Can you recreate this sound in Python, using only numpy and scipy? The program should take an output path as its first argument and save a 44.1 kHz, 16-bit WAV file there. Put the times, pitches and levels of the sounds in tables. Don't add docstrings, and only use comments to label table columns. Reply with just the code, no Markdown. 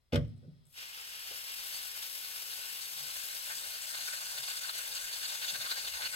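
import sys
import numpy as np
from scipy import signal
from scipy.fft import rfft, irfft, next_fast_len
from scipy.io import wavfile
from scipy.ndimage import uniform_filter1d, map_coordinates

SR = 44100
rng = np.random.default_rng(int(sys.argv[2]) if len(sys.argv) > 2 else 0)


def waveform_to_disk(signal):
    frames = np.transpose(np.atleast_2d(signal))
    scaled = np.clip(frames, -1, 1) * 32767
    samples = np.round(scaled).astype(np.int16)
    wavfile.write(sys.argv[1], SR, samples)


N = 271215

# freq_hz, level_db
AIR = [(25, -1), (90, 3.5), (300, -21), (600, -16), (2000, -24), (4000, -28), (7000, -28), (15000, -30)]
# start_s, strength_db, contact_s
CONTACTS = [(0.1228, -57, 0.00087), (.125, -47.5, 0.001), (0.131, -31, 0.0023), (.135, -33.5, 0.0018),
            (0.144, -31, 0.002), (0.1467, -31, 0.0027), (0.156, -33, 0.0017), (0.1582, -36, 0.0012),
            (.175, -29, 0.0035), (0.1882, -26, 0.006), (0.2478, -42, .0041), (1.312, -77, 0.00043),
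            (1.347, -80, 0.00064)]
# pitch_hz, level_db, t60_s
WOOD_MODES = [(70.2, -20, 0.53), (109.5, -2.5, 0.57), (137.7, 5.5, 0.15), (157, -8.5, 0.41),
              (223, -20, 0.57), (238.5, 0, 0.17), (292, -12.5, 0.22), (320, -14, 0.32), (373.3, -5, 0.29),
              (435, -18, 0.12), (483, 4, 0.14), (570, -3.5, 0.19), (635, -8, .17)]
# freq_hz, level_db
CLACK = [(60, -26), (190, -21), (330, -2), (560, 14.5), (800, -2.5), (1200, 0), (1900, -4.5), (3000, -0.5),
         (5500, -8.5), (8000, -25.5), (15000, -23)]
# freq_hz, t60_s
ROOM_DECAY = [(70, 1), (250, 0.28), (700, 0.18), (3000, 0.068), (12000, 0.06)]
# freq_hz, t60_s
FAR_DECAY = [(700, 0.35), (4000, 0.43), (12000, .45)]

# time_s, level_db
RUSTLE_LEVELS = [(.12, -82), (.24, -85), (.285, -70), (.35, -74), (.42, -73), (.55, -74), (.7, -73.5),
                 (.85, -88.5)]
# freq_hz, level_db
RUSTLE = [(300, -7), (900, -7), (2300, -13.5), (3100, -8.5), (4000, -6), (5200, -7), (6600, -22),
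          (8200, -21), (15000, -26)]
# start_s, level_db
CLICKS = [(.278, -65), (.297, -68), (.363, -67), (.378, -65), (.654, -57), (.667, -55), (.695, -65),
          (.727, -51), (.742, -47)]
# freq_hz, level_db
PLASTIC = [(1000, -24), (4000, -11), (6500, -8), (8200, 2), (12000, -11), (15500, -6)]
# peak_s, length_s, level_db, centre_hz
BUMPS = [(0.441, 0.018, -60.5, 365), (0.446, .024, -65.5, 510), (0.485, 0.032, -50.5, 151.6),
         (0.503, .07, -73, 72.8), (0.531, 0.089, -62.5, 151), (1.319, 0.012, -58, 714),
         (1.327, .025, -69, 95), (3.045, 0.11, -72.5, 149), (4.396, 0.066, -72, 130),
         (5.536, .06, -70, 217), (5.583, 0.062, -68, 124), (5.93, .05, -65, 68), (6.0, 0.016, -47.5, 850),
         (6.055, .05, -71, 110)]
# ratio_to_centre, level_db
BUMP_SHAPE = [(.4, -40), (.75, -5), (1, 11), (1.3, -6.5), (2.2, -19), (4, -23.5), (12, -87)]

# freq_hz, level_db
LEAK = [(1500, -21), (4500, -3), (8000, -4), (12000, 4), (15800, -2)]
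# freq_hz, level_db
FIZZ = [(300, -26), (600, -16.5), (2000, -10), (4500, -4.5), (5600, -2), (7000, -13.5), (8500, -15),
        (10000, -4.5), (11700, 0.5), (14000, -0.5), (15800, -0.5)]
# time_s, level_db
FIZZ_LEVELS = [(.75, -52), (1.0, -49), (1.3, -44), (1.8, -40.5), (2.3, -40.5), (3.2, -41), (4.2, -42.5),
               (6.15, -43)]
# freq_hz, level_db
JET = [(250, -24), (450, -18.5), (1000, -6), (1950, -5), (2400, -3.5), (2950, 2.5), (3500, -2),
       (4900, -0.5), (7000, -10), (8200, -14), (15000, -14.5)]
# time_s, share_db
AIM = [(.77, -14.5), (1.2, -10), (1.75, -4), (2.3, -5.5), (3.3, -1.5), (4.5, 0), (5.6, 0), (6.15, -1)]
# centre_hz, width_hz, lift_db
ENCLOSURE_MODES = [(602, 45, 6), (760, 24, 6), (890, 46, 5.5), (1502, 52, 10), (1598, 20, 11),
                   (1818, 26, 7), (2785, 70, 6), (2970, 64, 8.5), (3423, 49, 8), (3680, 100, 8),
                   (4110, 190, 8), (4462, 154, 13.5), (4817, 113, 12.5), (6240, 120, 6), (6620, 150, 1.5),
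                   (7720, 200, 3), (7980, 220, 4.5), (8700, 110, 5)]
# freq_hz, level_db
MIST = [(50, -13.5), (200, -19), (340, -23.5), (600, -9.5), (1100, -3), (2300, -3.5), (4300, -3),
        (5500, 0.5), (7000, 2), (8300, -0.5), (10000, 0), (15800, -45)]
# freq_hz, level_db
SPLASH = [(1200, -39), (2600, -3.5), (3400, -2.5), (4120, 3), (4650, -1.5), (5400, -5.5), (6400, -1.5),
          (8000, -14.5), (10000, -11), (15800, -6.5)]
# freq_hz, level_db
DRUM = [(150, -23), (400, -17.5), (700, -6), (900, -3.5), (1200, -0.5), (1520, 4), (1900, -0.5),
        (2400, -0.5), (3200, -28), (7000, -53)]
# peak_s, length_s, splash_db, drum_db
GUSHES = [(1.757, 0.059, -45.5, -55), (2.26, 0.032, -44, -56), (2.528, 0.031, -42, -54),
          (2.634, 0.035, -49, -63), (2.822, 0.018, -46, -68), (2.975, 0.019, -44.5, -60),
          (3.067, 0.034, -46, -53), (3.16, 0.015, -44, -48), (3.513, 0.021, -45, -43),
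          (3.637, 0.018, -45, -47), (3.672, 0.013, -49, -57), (3.742, 0.038, -41.5, -48),
          (3.951, 0.015, -36.5, -43), (4.005, 0.049, -43, -49), (4.081, 0.023, -38, -43),
          (4.138, 0.017, -39, -43), (4.264, 0.038, -48.5, -59), (4.382, 0.017, -38, -45),
          (4.437, 0.014, -43, -48), (4.485, 0.0067, -48, -40.5), (4.51, 0.018, -36, -46.5),
          (4.574, 0.021, -41.5, -52), (4.638, 0.027, -41.5, -47.5), (4.696, 0.016, -39, -41),
          (4.766, 0.056, -39, -47), (4.973, 0.026, -37.5, -47.5), (5.075, 0.016, -40, -53),
          (5.137, 0.016, -34, -47), (5.235, 0.01, -36.5, -45), (5.255, 0.015, -38, -45.5),
          (5.302, 0.023, -40.5, -45.5), (5.353, 0.042, -38, -45.5), (5.424, 0.017, -36, -40.5),
          (5.444, 0.014, -38, -44), (5.493, 0.024, -33.5, -43.5), (5.552, 0.02, -35, -37.5),
          (5.616, 0.02, -33.5, -42), (5.664, 0.017, -35.5, -37.5), (5.713, 0.036, -36, -41),
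          (5.779, 0.038, -35, -43.5), (5.857, 0.015, -35.5, -43.5), (5.878, 0.012, -38, -43.5),
          (5.949, 0.035, -39, -42), (6.027, 0.026, -39, -38.5), (6.062, 0.019, -34.5, -38.5),
          (6.143, 0.016, -36, -42)]
# start_s, level_db
DROPS = [(4.877, -33), (6.013, -45)]
# freq_hz, level_db
DROP_TICK = [(500, -12), (1500, -12), (4500, -6), (8500, 5), (15000, -4)]

# freq_hz, share
COHERENCE = [(200, 0.67), (850, 0.64), (1200, 0.91), (1580, 0.37), (1800, 0.93), (2030, 0.94), (2350, 0.51),
             (3100, 0.36), (4000, 0.51), (4500, 0.65), (5400, 0.63), (6900, 0.49), (7500, 0.98),
             (8150, 0.46), (9300, 0.56), (11000, 0.22), (14000, 0.3)]
# freq_hz, left_db, right_db
PORT_GAINS = [(575, 2, 2.5), (796, -3.5, -2.5), (1220, 3, 1), (1530, 2, -6), (1780, 4, 3), (2100, 7.5, 6),
              (2300, 2, 1.5), (3740, 2, 1), (4010, 1, -3.5), (4450, -1, -1), (5120, 3, 0),
              (6160, -1.5, -0.5), (7110, 0, 0), (8030, 7.5, -5.5), (9250, 6.5, -3), (9770, 1.5, -2),
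              (11300, 4.5, -5), (15200, -0.5, -10.5)]
# freq_hz, left_lead_rad
PORT_PHASE = [(700, -0.4), (1300, 0.87), (1600, -0.53), (1900, -0.4), (2100, -0.35), (2400, 0.39),
              (2700, 1.45), (3100, 1.04), (3900, 0.022), (4100, -0.78), (4700, -0.084), (5050, 0.075),
              (5650, -1.0), (6450, 0.99), (6950, -1.5), (7550, 0.12), (9200, -1.45), (10300, 0.13),
              (13000, -1.1)]

OPEN_S, OPENING_S = 0.748, 0.015
FLOW_S = OPEN_S + 0.016
TIME_S = np.arange(N) / SR


def amp(db):
    return 10 ** (np.asarray(db) / 20)


def unit_rms(x):
    return x / np.sqrt(np.mean(x ** 2) + 1e-20)


def along(points, hz):
    freqs_hz, values = np.transpose(points)
    return np.interp(np.log(hz + 1), np.log(freqs_hz + 1), values)


def curve(points, at_s=TIME_S):
    return np.interp(at_s, *np.transpose(points))


def wobble(rate_hz):
    knots = rng.standard_normal(int(N * rate_hz / SR) + 4)
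    return map_coordinates(knots, [TIME_S * rate_hz])


def filtered(x, response):
    size = next_fast_len(N + SR // 2)
    return irfft(rfft(x, size) * response(np.fft.rfftfreq(size, 1 / SR)), size)[..., :N]


def noise(spectrum):
    return unit_rms(filtered(rng.standard_normal(N), lambda hz: amp(along(spectrum, hz))))


def bursts(hits, t60_s):
    return sum(amp(db - 60 * np.clip(TIME_S - s, 0, 1) / t60_s) * (TIME_S >= s) for s, db in hits)


def swells(rows):
    power = np.zeros(N)
    for peak_s, length_s, db in rows:
        near = np.abs(TIME_S - peak_s) < 2 * length_s
        power[near] += amp(db) ** 2 * np.exp(-np.log(16) * ((TIME_S[near] - peak_s) / length_s) ** 2)
    return np.sqrt(power)


def echoes(x, decay):
    hz, t, bins = signal.stft(rng.standard_normal((2, SR * 3 // 4)), SR, nperseg=128)
    t60_s = along(decay, hz)[:, None]
    tail = signal.istft(bins * amp(-60 * t / t60_s) / np.sqrt(t60_s), SR, nperseg=128)[1]
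    tail /= np.linalg.norm(tail, axis=1, keepdims=True)
    return signal.fftconvolve(x[None], tail, axes=1)[:, :N]


def from_left(x, lag_s=0.000295):
    return filtered(x, lambda hz: np.exp(-2j * np.pi * hz * np.array([[0], [lag_s]])))


def wide(source):
    share = lambda hz: np.clip(along(COHERENCE, hz), 0, 1)
    common = source()
    close_walls = echoes(common, [(500, 0.095), (4000, 0.095), (14000, 0.054)])
    shared = filtered(from_left(common) + amp(-10) * close_walls, lambda hz: np.sqrt(share(hz)))
    return shared + filtered(np.array([source(), source()]), lambda hz: np.sqrt(1 - share(hz)))


def room_tone():
    return amp(-82.5) * noise(AIR) + amp(-81.5) * np.array([noise(AIR), noise(AIR)])


def thud():
    t = np.arange(SR) / SR
    ring = sum(amp(db - 60 * t / t60_s) * np.cos(2 * np.pi * hz * t) for hz, db, t60_s in WOOD_MODES)
    force = np.zeros(N)
    for start_s, db, contact_s in CONTACTS:
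        push = t * np.exp(-4 * t / contact_s)
        force += np.interp(TIME_S - start_s, t, amp(db) * push / push.sum())
    radiation = signal.butter(2, 55, "highpass", fs=SR, output="sos")
    wood = signal.sosfilt(radiation, signal.fftconvolve(force, ring)[:N])
    return wood * amp([[-0.5], [0.5]]) + amp(-8) * echoes(wood, ROOM_DECAY)


def clack(hard_s=0.0014, loss_db_per_doubling=14):
    hits = [(start_s, db + 3.5 - loss_db_per_doubling * np.log2(contact_s / hard_s))
            for start_s, db, contact_s in CONTACTS]
    clacks = noise(CLACK) * bursts(hits, t60_s=0.019)
    room = amp(2) * echoes(clacks, ROOM_DECAY) + amp(-12) * echoes(clacks, FAR_DECAY)
    return from_left(clacks) + room


def handling():
    rustle = noise(RUSTLE) * amp(curve(RUSTLE_LEVELS))
    clicks = noise(PLASTIC) * bursts(CLICKS, t60_s=0.014)
    dull = lambda centre_hz: noise([(centre_hz * ratio, db) for ratio, db in BUMP_SHAPE])
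    bumps = sum(dull(hz) * swells([(s, length_s, db)]) for s, length_s, db, hz in BUMPS)
    direct = from_left(amp(-7.5) * rustle + amp(-5) * clicks + bumps)
    return direct + amp(-5) * echoes(rustle, ROOM_DECAY) + amp(-9) * echoes(clicks + bumps, ROOM_DECAY)


def valve(half_open_s):
    return (1 + np.tanh((TIME_S - half_open_s) / (2 * OPENING_S))) / 2


def nozzle(flutter, leak_s=0.656, leak_rise_s=0.055, sag_db_per_s=0.82):
    leak = amp(-65) * np.clip((TIME_S - leak_s) / leak_rise_s, 0, 1)
    fizz_flicker_db = flutter + 1.23 * wobble(600) + 0.6 * wobble(21.7)
    fizz = valve(OPEN_S) * amp(curve(FIZZ_LEVELS) + fizz_flicker_db)
    sag_db = sag_db_per_s * np.maximum(TIME_S - OPEN_S, 0)
    jet = valve(FLOW_S) * amp(-47 - sag_db + 0.5 * flutter + 1.4 * wobble(20))
    return wide(lambda: leak * noise(LEAK) + fizz * noise(FIZZ) + jet * noise(JET))


def droplets(spectrum, rate_hz, scatter_db=2):
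    impacts = (rng.random(N) < rate_hz / SR) * rng.standard_normal(N)
    impacts *= amp(scatter_db * rng.standard_normal(N))
    lift_db = lambda hz: sum(db / (1 + (2 * (hz - centre_hz) / width_hz) ** 2)
                             for centre_hz, width_hz, db in ENCLOSURE_MODES)
    return unit_rms(filtered(impacts, lambda hz: amp(along(spectrum, hz) + lift_db(hz))))


def surges(count=220, rate_hz=36, jitter=0.39, length_s=0.015):
    late, scatter_db, drum_scatter_db = rng.standard_normal((count, 3)).T
    peaks_s = OPEN_S + (np.arange(count) + 2 + jitter * late) / rate_hz
    size_db = 1.93 * curve(AIM, peaks_s) + scatter_db
    return list(zip(peaks_s, np.full(count, length_s), size_db - 47.5, size_db - 54.5 + drum_scatter_db))


def sweeping(x, depth_db=1.88):
    bins = signal.stft(x, nperseg=512)[2]
    field = uniform_filter1d(rng.standard_normal(bins.shape[1:]), size=6, axis=0)
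    field = uniform_filter1d(field, size=9, axis=1)
    return signal.istft(bins * amp(depth_db * unit_rms(field)), nperseg=512)[1][:, :N]


def spatter(flutter, gush_trim_db=-2.5):
    mist = valve(FLOW_S) * amp(-43 + curve(AIM) + 1.04 * flutter + 0.99 * wobble(35))
    clumps = amp(wobble(150))
    rows = [(s, length_s, splash_db + gush_trim_db, drum_db + gush_trim_db)
            for s, length_s, splash_db, drum_db in GUSHES] + surges()
    splash = clumps * amp(1 + 1.14 * wobble(70)) * swells([(s, span_s, db) for s, span_s, db, _ in rows])
    drum = clumps * amp(1.4 * wobble(70)) * swells([(s, span_s, db) for s, span_s, _, db in rows])

    def patch():
        fine = mist * droplets(MIST, rate_hz=14000)
        coarse = splash * droplets(SPLASH, rate_hz=7000)
        heavy = drum * droplets(DRUM, rate_hz=2000)
        return fine + coarse + heavy

    return sweeping(wide(patch))


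def large_drops():
    return from_left(noise(DROP_TICK) * bursts(DROPS, t60_s=0.015))


def spray(pane_echo=-0.092, round_trip_s=0.00306):
    flutter = wobble(130)
    sound = amp(-1.3) * (nozzle(flutter) + spatter(flutter)) + large_drops()
    return filtered(sound, lambda hz: 1 + pane_echo * np.exp(-2j * np.pi * hz * round_trip_s))


def scene():
    return room_tone() + thud() + clack() + handling() + spray()


def record(dry):
    top_hz = 15850
    colour = lambda hz: amp([along([(f, left_db) for f, left_db, _ in PORT_GAINS], hz),
                             along([(f, right_db) for f, _, right_db in PORT_GAINS], hz)])
    phase = lambda hz: np.exp(0.5j * along(PORT_PHASE, hz) * np.array([[1], [-1]]))
    return filtered(dry, lambda hz: colour(hz) * phase(hz) * (hz < top_hz))


dry = scene()
out = record(dry)
waveform_to_disk(out)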